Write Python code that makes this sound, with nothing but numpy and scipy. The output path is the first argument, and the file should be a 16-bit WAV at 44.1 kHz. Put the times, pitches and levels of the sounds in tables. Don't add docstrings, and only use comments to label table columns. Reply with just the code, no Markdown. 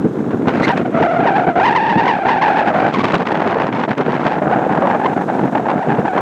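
import sys
import numpy as np
from scipy import signal
from scipy.fft import rfft, irfft
from scipy.io import wavfile
from scipy.ndimage import uniform_filter1d, minimum_filter1d

SR = 44100
rng = np.random.default_rng(int(sys.argv[2]) if len(sys.argv) > 2 else 0)


def inscribe(sig):
    pcm = np.round(np.clip(np.atleast_2d(sig).T, -1, 1) * 32767)
    wavfile.write(sys.argv[1], SR, pcm.astype(np.int16))


N = 273852
TIME = np.arange(N) / SR


def undb(db):
    return 10 ** (np.asarray(db) / 20)


def unit(x):
    return x / np.sqrt(np.mean(x ** 2))


def curves(table):
    times, *columns = np.transpose(table)
    return [np.interp(TIME, times, column) for column in columns]


def swells(table, skew=0):
    total_db = 0
    for t, half, db in table:
        width = half * (1 - skew * np.sign(TIME - t))
        total_db += db * np.exp(-np.minimum(((TIME - t) / width) ** 2, 20))
    return total_db


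def flutter(slow_hz, fast_hz):
    f = np.maximum(np.arange(N // 2 + 1) * SR / N, 1e-3)
    band = 1 / np.sqrt((1 + (slow_hz / f) ** 4) * (1 + (f / fast_hz) ** 6))
    return unit(irfft(rfft(rng.standard_normal(N)) * band, N))


def churn(spectrum, bursts, depth_db):
    noise = rng.standard_normal(N) * undb(depth_db * bursts)
    hz, db = np.transpose(spectrum)
    f = np.maximum(np.arange(N // 2 + 1) * SR / N, 1)
    colour = undb(np.interp(np.log(f), np.log(hz), db))
    return unit(irfft(rfft(noise) * colour, N))


def voice(hz, unrest, bright_db):
    harmonics = [1.5, -7, -16, -25, -31.5, -38]
    phase = 2 * np.pi * np.cumsum(hz) / SR
    tone = 0
    for k, db in enumerate(harmonics, 1):
        sway_db = min(k, 3) * 1.37 * unrest * flutter(35, 201)
        gain = undb(db + sway_db + np.log2(k) * bright_db)
        tone += gain * np.sin(k * phase + rng.uniform(0, 2 * np.pi))
    return np.sqrt(2) * tone


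def wheels():
    # t/s, level/dB
    rolling = [(0, -39.5), (.65, -39.5), (1.2, -43.5), (3.9, -47), (4.5, -39.5), (5.35, -36), (5.7, -39),
               (6.21, -37.5)]
    # f/Hz, relative level/dB
    spectrum = [(100, 14), (700, 33.5), (1500, 27), (2500, 8), (3700, 14), (4400, 5), (7000, 7),
                (10000, -5), (12000, -5), (15500, -13.5)]
    level_db, = curves(rolling)
    return churn(spectrum, flutter(5, 40), depth_db=1.0) * undb(level_db)


def squeak():
    # t/s, f/Hz, level/dB
    skid = [(.55, 1900, -66), (.572, 2110, -37.5), (.6, 2000, -52), (.636, 1970, -22.5),
            (.652, 2105, -19.5), (.668, 2240, -48)]
    hz, db = curves(skid)
    sounding = (TIME > skid[0][0]) & (TIME < skid[-1][0])
    rasp = .08 * flutter(80, 700)
    return voice(hz * np.exp(rasp), unrest=.8, bright_db=-4.1) * undb(db) * sounding


def ticks():
    # t/s, level before the high-pass/dB
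    impulses = [(1.1937, -37), (1.461, -38), (2.085, -29), (2.4929, -31), (2.7713, -32)]
    clicks = np.zeros(N)
    for t, db in impulses:
        clicks[int(t * SR)] = undb(db)
    return signal.sosfilt(signal.butter(1, 3000, "high", fs=SR, output="sos"), clicks)


def slaps(rise_s, fall_s):
    # t/s, thump level/dB, rush level/dB
    landings = [(0.052, -5, -26.5), (0.338, -13, -27), (0.48, -6, -15.5), (0.602, -21, -15.5),
                (0.679, -6.5, -13), (0.813, -15, -24), (.947, -16, -18.5), (1.011, -7.5, -21.5),
                (1.195, -14, -13.5), (1.475, -9, -7), (1.565, -16, -6), (1.965, -8, -31), (1.983, -22, -6),
                (2.259, -17, -13.5), (2.422, -24, -13), (2.75, -20, -10.5), (2.825, -20, -16),
                (2.987, -17.5, -29.5), (3.04, -13, -16.5), (3.141, -12, -10), (3.213, -19, -17.5),
                (3.46, -13, -23), (3.908, -11, -20), (4.002, -13, -17.5), (4.075, -10, -36),
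                (4.253, -15, -20), (4.699, -16, -15.5), (4.772, -17, -20), (5.166, -31, -19.5),
                (5.289, -30, -17), (5.436, -11, -21), (5.557, -15, -17.5), (5.886, -13.5, -27),
                (5.987, -10, -29)]
    envelopes = np.zeros((2, N))
    for t, *levels_db in landings:
        near = slice(max(int((t - .1) * SR), 0), int((t + .1) * SR))
        age = TIME[near] - t
        width = np.where(age < 0, rise_s, fall_s)
        envelopes[:, near] += undb(levels_db)[:, None] * np.exp(-(age / width) ** 2)
    thump_hit, rush_hit = envelopes
    lead_s, half_s, deepest_db = .013, .0038, 11.5
    hardest_db = max(db for _, _, db in landings)
    stalls = [(t - lead_s, half_s, deepest_db * undb(db - hardest_db)) for t, _, db in landings]
    return thump_hit, rush_hit, swells(stalls)


def buffeting(eddies, smooth_db, thump_hit):
    # t/s, relative level/dB
    rumble = [(0, -21.5), (.65, -16.5), (1.3, -22.5), (2.3, -23.5), (2.65, -24), (2.85, -19.5), (4.3, -23),
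              (4.55, -20), (6.21, -21)]
    # f/Hz, relative level/dB
    spectrum = [(20, -32), (45, -32), (80, -15.5), (120, -3), (160, 3), (240, 4.5), (350, 1), (480, -3),
                (700, -22.5), (3000, -67.5)]
    rumble_db = curves(rumble)[0] + 1 - smooth_db + flutter(5.1, 9.8)
    return churn(spectrum, eddies, depth_db=3) * np.hypot(undb(rumble_db), thump_hit)


def tearing_hiss(swirl):
    # f/Hz, relative level/dB
    spectrum = [(900, -21), (1700, 10), (2500, 6.5), (3200, -2.5), (4500, -12), (6500, -18), (8500, -27.5),
                (11000, -48.5), (15000, -52)]
    fine_eddies = np.tanh(.44 * swirl + 3.9 * flutter(100, 600))
    return churn(spectrum, fine_eddies, depth_db=7.5)


def ragged_rush(swirl):
    # f/Hz, relative level/dB
    spectrum = [(150, -29.5), (350, 1), (520, 4.5), (750, 3), (950, 1.5), (1220, -4.5), (1600, -4),
                (2100, -22), (3000, -34), (6000, -63.5)]
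    return churn(spectrum, swirl, depth_db=1.5)


def hoots(arch):
    # t/s, f/Hz, half length/s, level/dB
    crests = [(0.706, 955, .014, -13.5), (0.735, 792, .011, -17.5), (0.859, 747, 0.0064, -19),
              (2.852, 780, 0.012, -16.5), (2.95, 1070, .016, -22.5), (3.01, 1147, .009, -20),
              (3.472, 619.9, .006, -16), (3.885, 649, .006, -20), (4.43, 620, 0.014, -23),
              (4.528, 741, 0.011, -15.5), (4.779, 669.5, 0.0088, -21), (4.843, 570.8, .016, -15),
              (4.952, 623.3, .008, -15), (5.527, 789.6, 0.0057, -34), (6.01, 678.6, 0.0076, -27),
              (6.135, 826, .012, -23.5)]
    t, top_hz, half, db = np.transpose(crests)
    nearest = np.abs(TIME[:, None] - t).argmin(axis=1)
    away = np.minimum(((TIME - t[nearest]) / half[nearest]) ** 2, 20)
    hz = top_hz[nearest] * np.exp(-arch * away + .04175 * flutter(60, 410))
    return voice(hz, unrest=.56, bright_db=-1.6) * undb(db[nearest]) * np.exp(-away)


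def squeal(hz, turbulence, surge, eddies, bright_db):
    unrest = np.sqrt(turbulence)
    jitter = .18 * turbulence ** .85 * flutter(70, 450)
    warble = (.03 + .095 * unrest) * surge + jitter
    stall = .55 * unrest * np.maximum(eddies - .7, 0) ** 2
    hz = hz * np.exp(warble - stall)
    tone = voice(hz, unrest, bright_db + 4 * np.tanh(.5 * (warble - stall)))
    merged_hz = hz * .44 * np.exp(.27 * flutter(32, 215.3))
    growl = np.sin(2 * np.pi * np.cumsum(merged_hz) / SR) * undb(-5 + .89 * eddies) * (1 - turbulence)
    return (tone + growl) * undb(unrest * (8.26 * eddies + surge))


def wind():
    # t/s, relative level of squeal and rush/dB, of hiss/dB
    airstream = [(0, -33.5, -55.5), (.42, -33, -54.5), (.55, -24.5, -36), (.91, -29, -45),
                 (.98, -14.5, -34.5), (1.5, -16, -39.5), (1.62, -12, -31.5), (1.86, -15, -34.5),
                 (2.2, -16, -36), (2.5, -14, -34.5), (2.87, -15.5, -35.5), (2.93, -22, -35),
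                 (3.55, -20, -40), (3.9, -24.5, -40.5), (4.32, -20.5, -39), (4.42, -19.5, -46),
                 (4.88, -17.5, -43), (5.3, -22, -48), (6.21, -20.5, -46)]
    # t/s, f/Hz
    shedding = [(0, 740), (.93, 670), (1.18, 690), (1.26, 745), (1.57, 735), (1.68, 860), (1.86, 880),
                (2.14, 840), (2.25, 780), (2.34, 840), (2.76, 715), (2.88, 760), (2.96, 1030), (3.5, 810),
                (4.3, 850), (4.45, 730), (4.95, 820), (6.21, 710)]
    # t/s, turbulence/0-1
    roughness = [(0, 0.91), (.64, 0.65), (.97, 0.25), (1.1, 0.15), (2.55, .18), (2.87, 0.47), (3.02, .8),
                 (4.2, 0.78), (4.42, .5), (6.21, 0.47)]
    # t/s, half length/s, strength/dB
    gusts = [(.319, .02, 6), (.484, .022, 10.5), (.683, 0.038, 11), (.78, .018, 8), (1.032, 0.022, 5.5),
             (1.279, 0.025, 7), (1.376, 0.023, 6), (1.663, 0.026, 6), (1.761, 0.016, 6), (1.9, 0.011, 4.5),
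             (1.989, 0.015, 6), (2.089, .027, 6.5), (2.301, .025, 7.5), (2.425, 0.027, 6.5),
             (2.487, 0.024, 4), (2.591, 0.02, 6), (2.681, 0.011, 7.5), (2.809, .017, 3), (3.043, .009, 4),
             (3.146, 0.014, 5), (3.51, 0.019, 3), (3.611, 0.0095, 8), (3.795, 0.019, 3.5), (3.843, .012, 5),
             (3.915, 0.01206, 4), (3.982, .005, 6), (4.148, 0.0131, 4), (4.262, 0.016, 7),
             (4.537, 0.033, 5), (4.91, 0.017, 5), (5.05, .018, 6.5), (5.569, 0.015, 5), (5.703, .024, 7.5),
             (5.825, 0.019, 5), (5.908, .022, 6), (5.994, 0.013, 5.5), (6.076, .02, 7.5),
             (6.178, 0.025, 7.5)]
    # t/s, half length/s, depth/dB
    smooth_spells = [(.725, 0.018, 9), (1.09, 0.034, 9.5), (1.81, 0.031, 6), (2.21, 0.036, 7.5),
                     (2.39, 0.025, 7), (2.63, 0.023, 5.5), (5.025, .025, 7), (5.69, 0.015, 2.5),
                     (5.825, 0.021, 23), (6.105, .028, 15.5)]
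    # t/s, half length/s, depth/dB
    lulls = [(.114, 0.031, 6), (.752, 0.0073, 4), (.841, .011, 8), (.91, 0.023, 4), (1.455, 0.0074, 4),
             (1.537, .014, 12), (1.746, 0.0067, 9), (2.21, 0.036, 3), (2.407, 0.01, 8.5), (2.65, .015, 3),
             (2.725, 0.015, 5), (2.918, .013, 9), (3.029, 0.0041, 14), (3.183, .012, 7), (3.247, 0.014, 13),
             (3.71, 0.014, 10), (3.872, 0.0087, 17), (3.958, 0.019, 11.5), (4.042, .011, 9), (4.19, .01, 7),
             (4.408, .011, 7), (4.686, 0.00494, 6), (4.985, 0.00824, 6), (5.153, 0.0075, 13.5),
             (5.258, 0.017, 14.5), (5.513, .012, 13), (5.63, .022, 3.5), (6.035, 0.01168, 6.5)]
    air_db, tear_db = curves(airstream)
    air_hz, = curves(shedding)
    turbulence, = curves(roughness)
    gust_db = swells(gusts) + turbulence * flutter(8, 22.1)
    smooth_db, lull_db = swells(smooth_spells), swells(lulls, skew=.2)
    thump_hit, rush_hit, stall_db = slaps(rise_s=.0074, fall_s=.021)

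    flow_db, hiss_db = air_db + .67 * gust_db, tear_db + gust_db
    turbulence = np.clip(turbulence * undb(.313 * gust_db - smooth_db), .01, .99)
    hz = air_hz * np.exp(.021 * gust_db - .015 * lull_db)
    surge = flutter(18, 50)
    eddies = 2 * np.tanh(flutter(30.72, 119.1) / 2)
    swirl = eddies + .5 * surge * np.sqrt(turbulence)
    slap_lift = np.hypot(1, rush_hit / undb(flow_db))
    flow = undb(flow_db) * slap_lift
    broken = .78 * turbulence ** 1.4
    bright_db = .49 * np.clip(hiss_db - flow_db + 18.5, -10, 5)

    tone = squeal(hz, turbulence, surge, eddies, bright_db) * np.sqrt(1 - broken) * flow * undb(-3)
    rush = ragged_rush(swirl) * np.sqrt(broken) * flow * undb(2)
    hiss = tearing_hiss(swirl) * slap_lift ** .31 * turbulence ** .2 * undb(hiss_db + 3)
    thump = buffeting(eddies, smooth_db, thump_hit)
    dip_db = lull_db + stall_db
    return (tone + rush + hiss) * undb(-dip_db) + thump * undb(-.6 * dip_db) + hoots(arch=.063)


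def scene():
    return (wind() + wheels() + squeak() + ticks())[None]


def limit(x, ceiling, hold_s):
    size = max(int(hold_s * SR), 3)
    gain = minimum_filter1d(ceiling / np.maximum(np.abs(x), ceiling), 2 * size)
    return x * uniform_filter1d(uniform_filter1d(gain, size), size)


def record(dry):
    low_cut_hz, top_hz = 65, 15250
    thinned = signal.sosfilt(signal.butter(2, low_cut_hz, "high", fs=SR, output="sos"), dry)
    held = limit(thinned, ceiling=.68, hold_s=.002)
    return signal.sosfilt(signal.ellip(10, .2, 70, top_hz, fs=SR, output="sos"), held)


dry = scene()
out = record(dry)
inscribe(out)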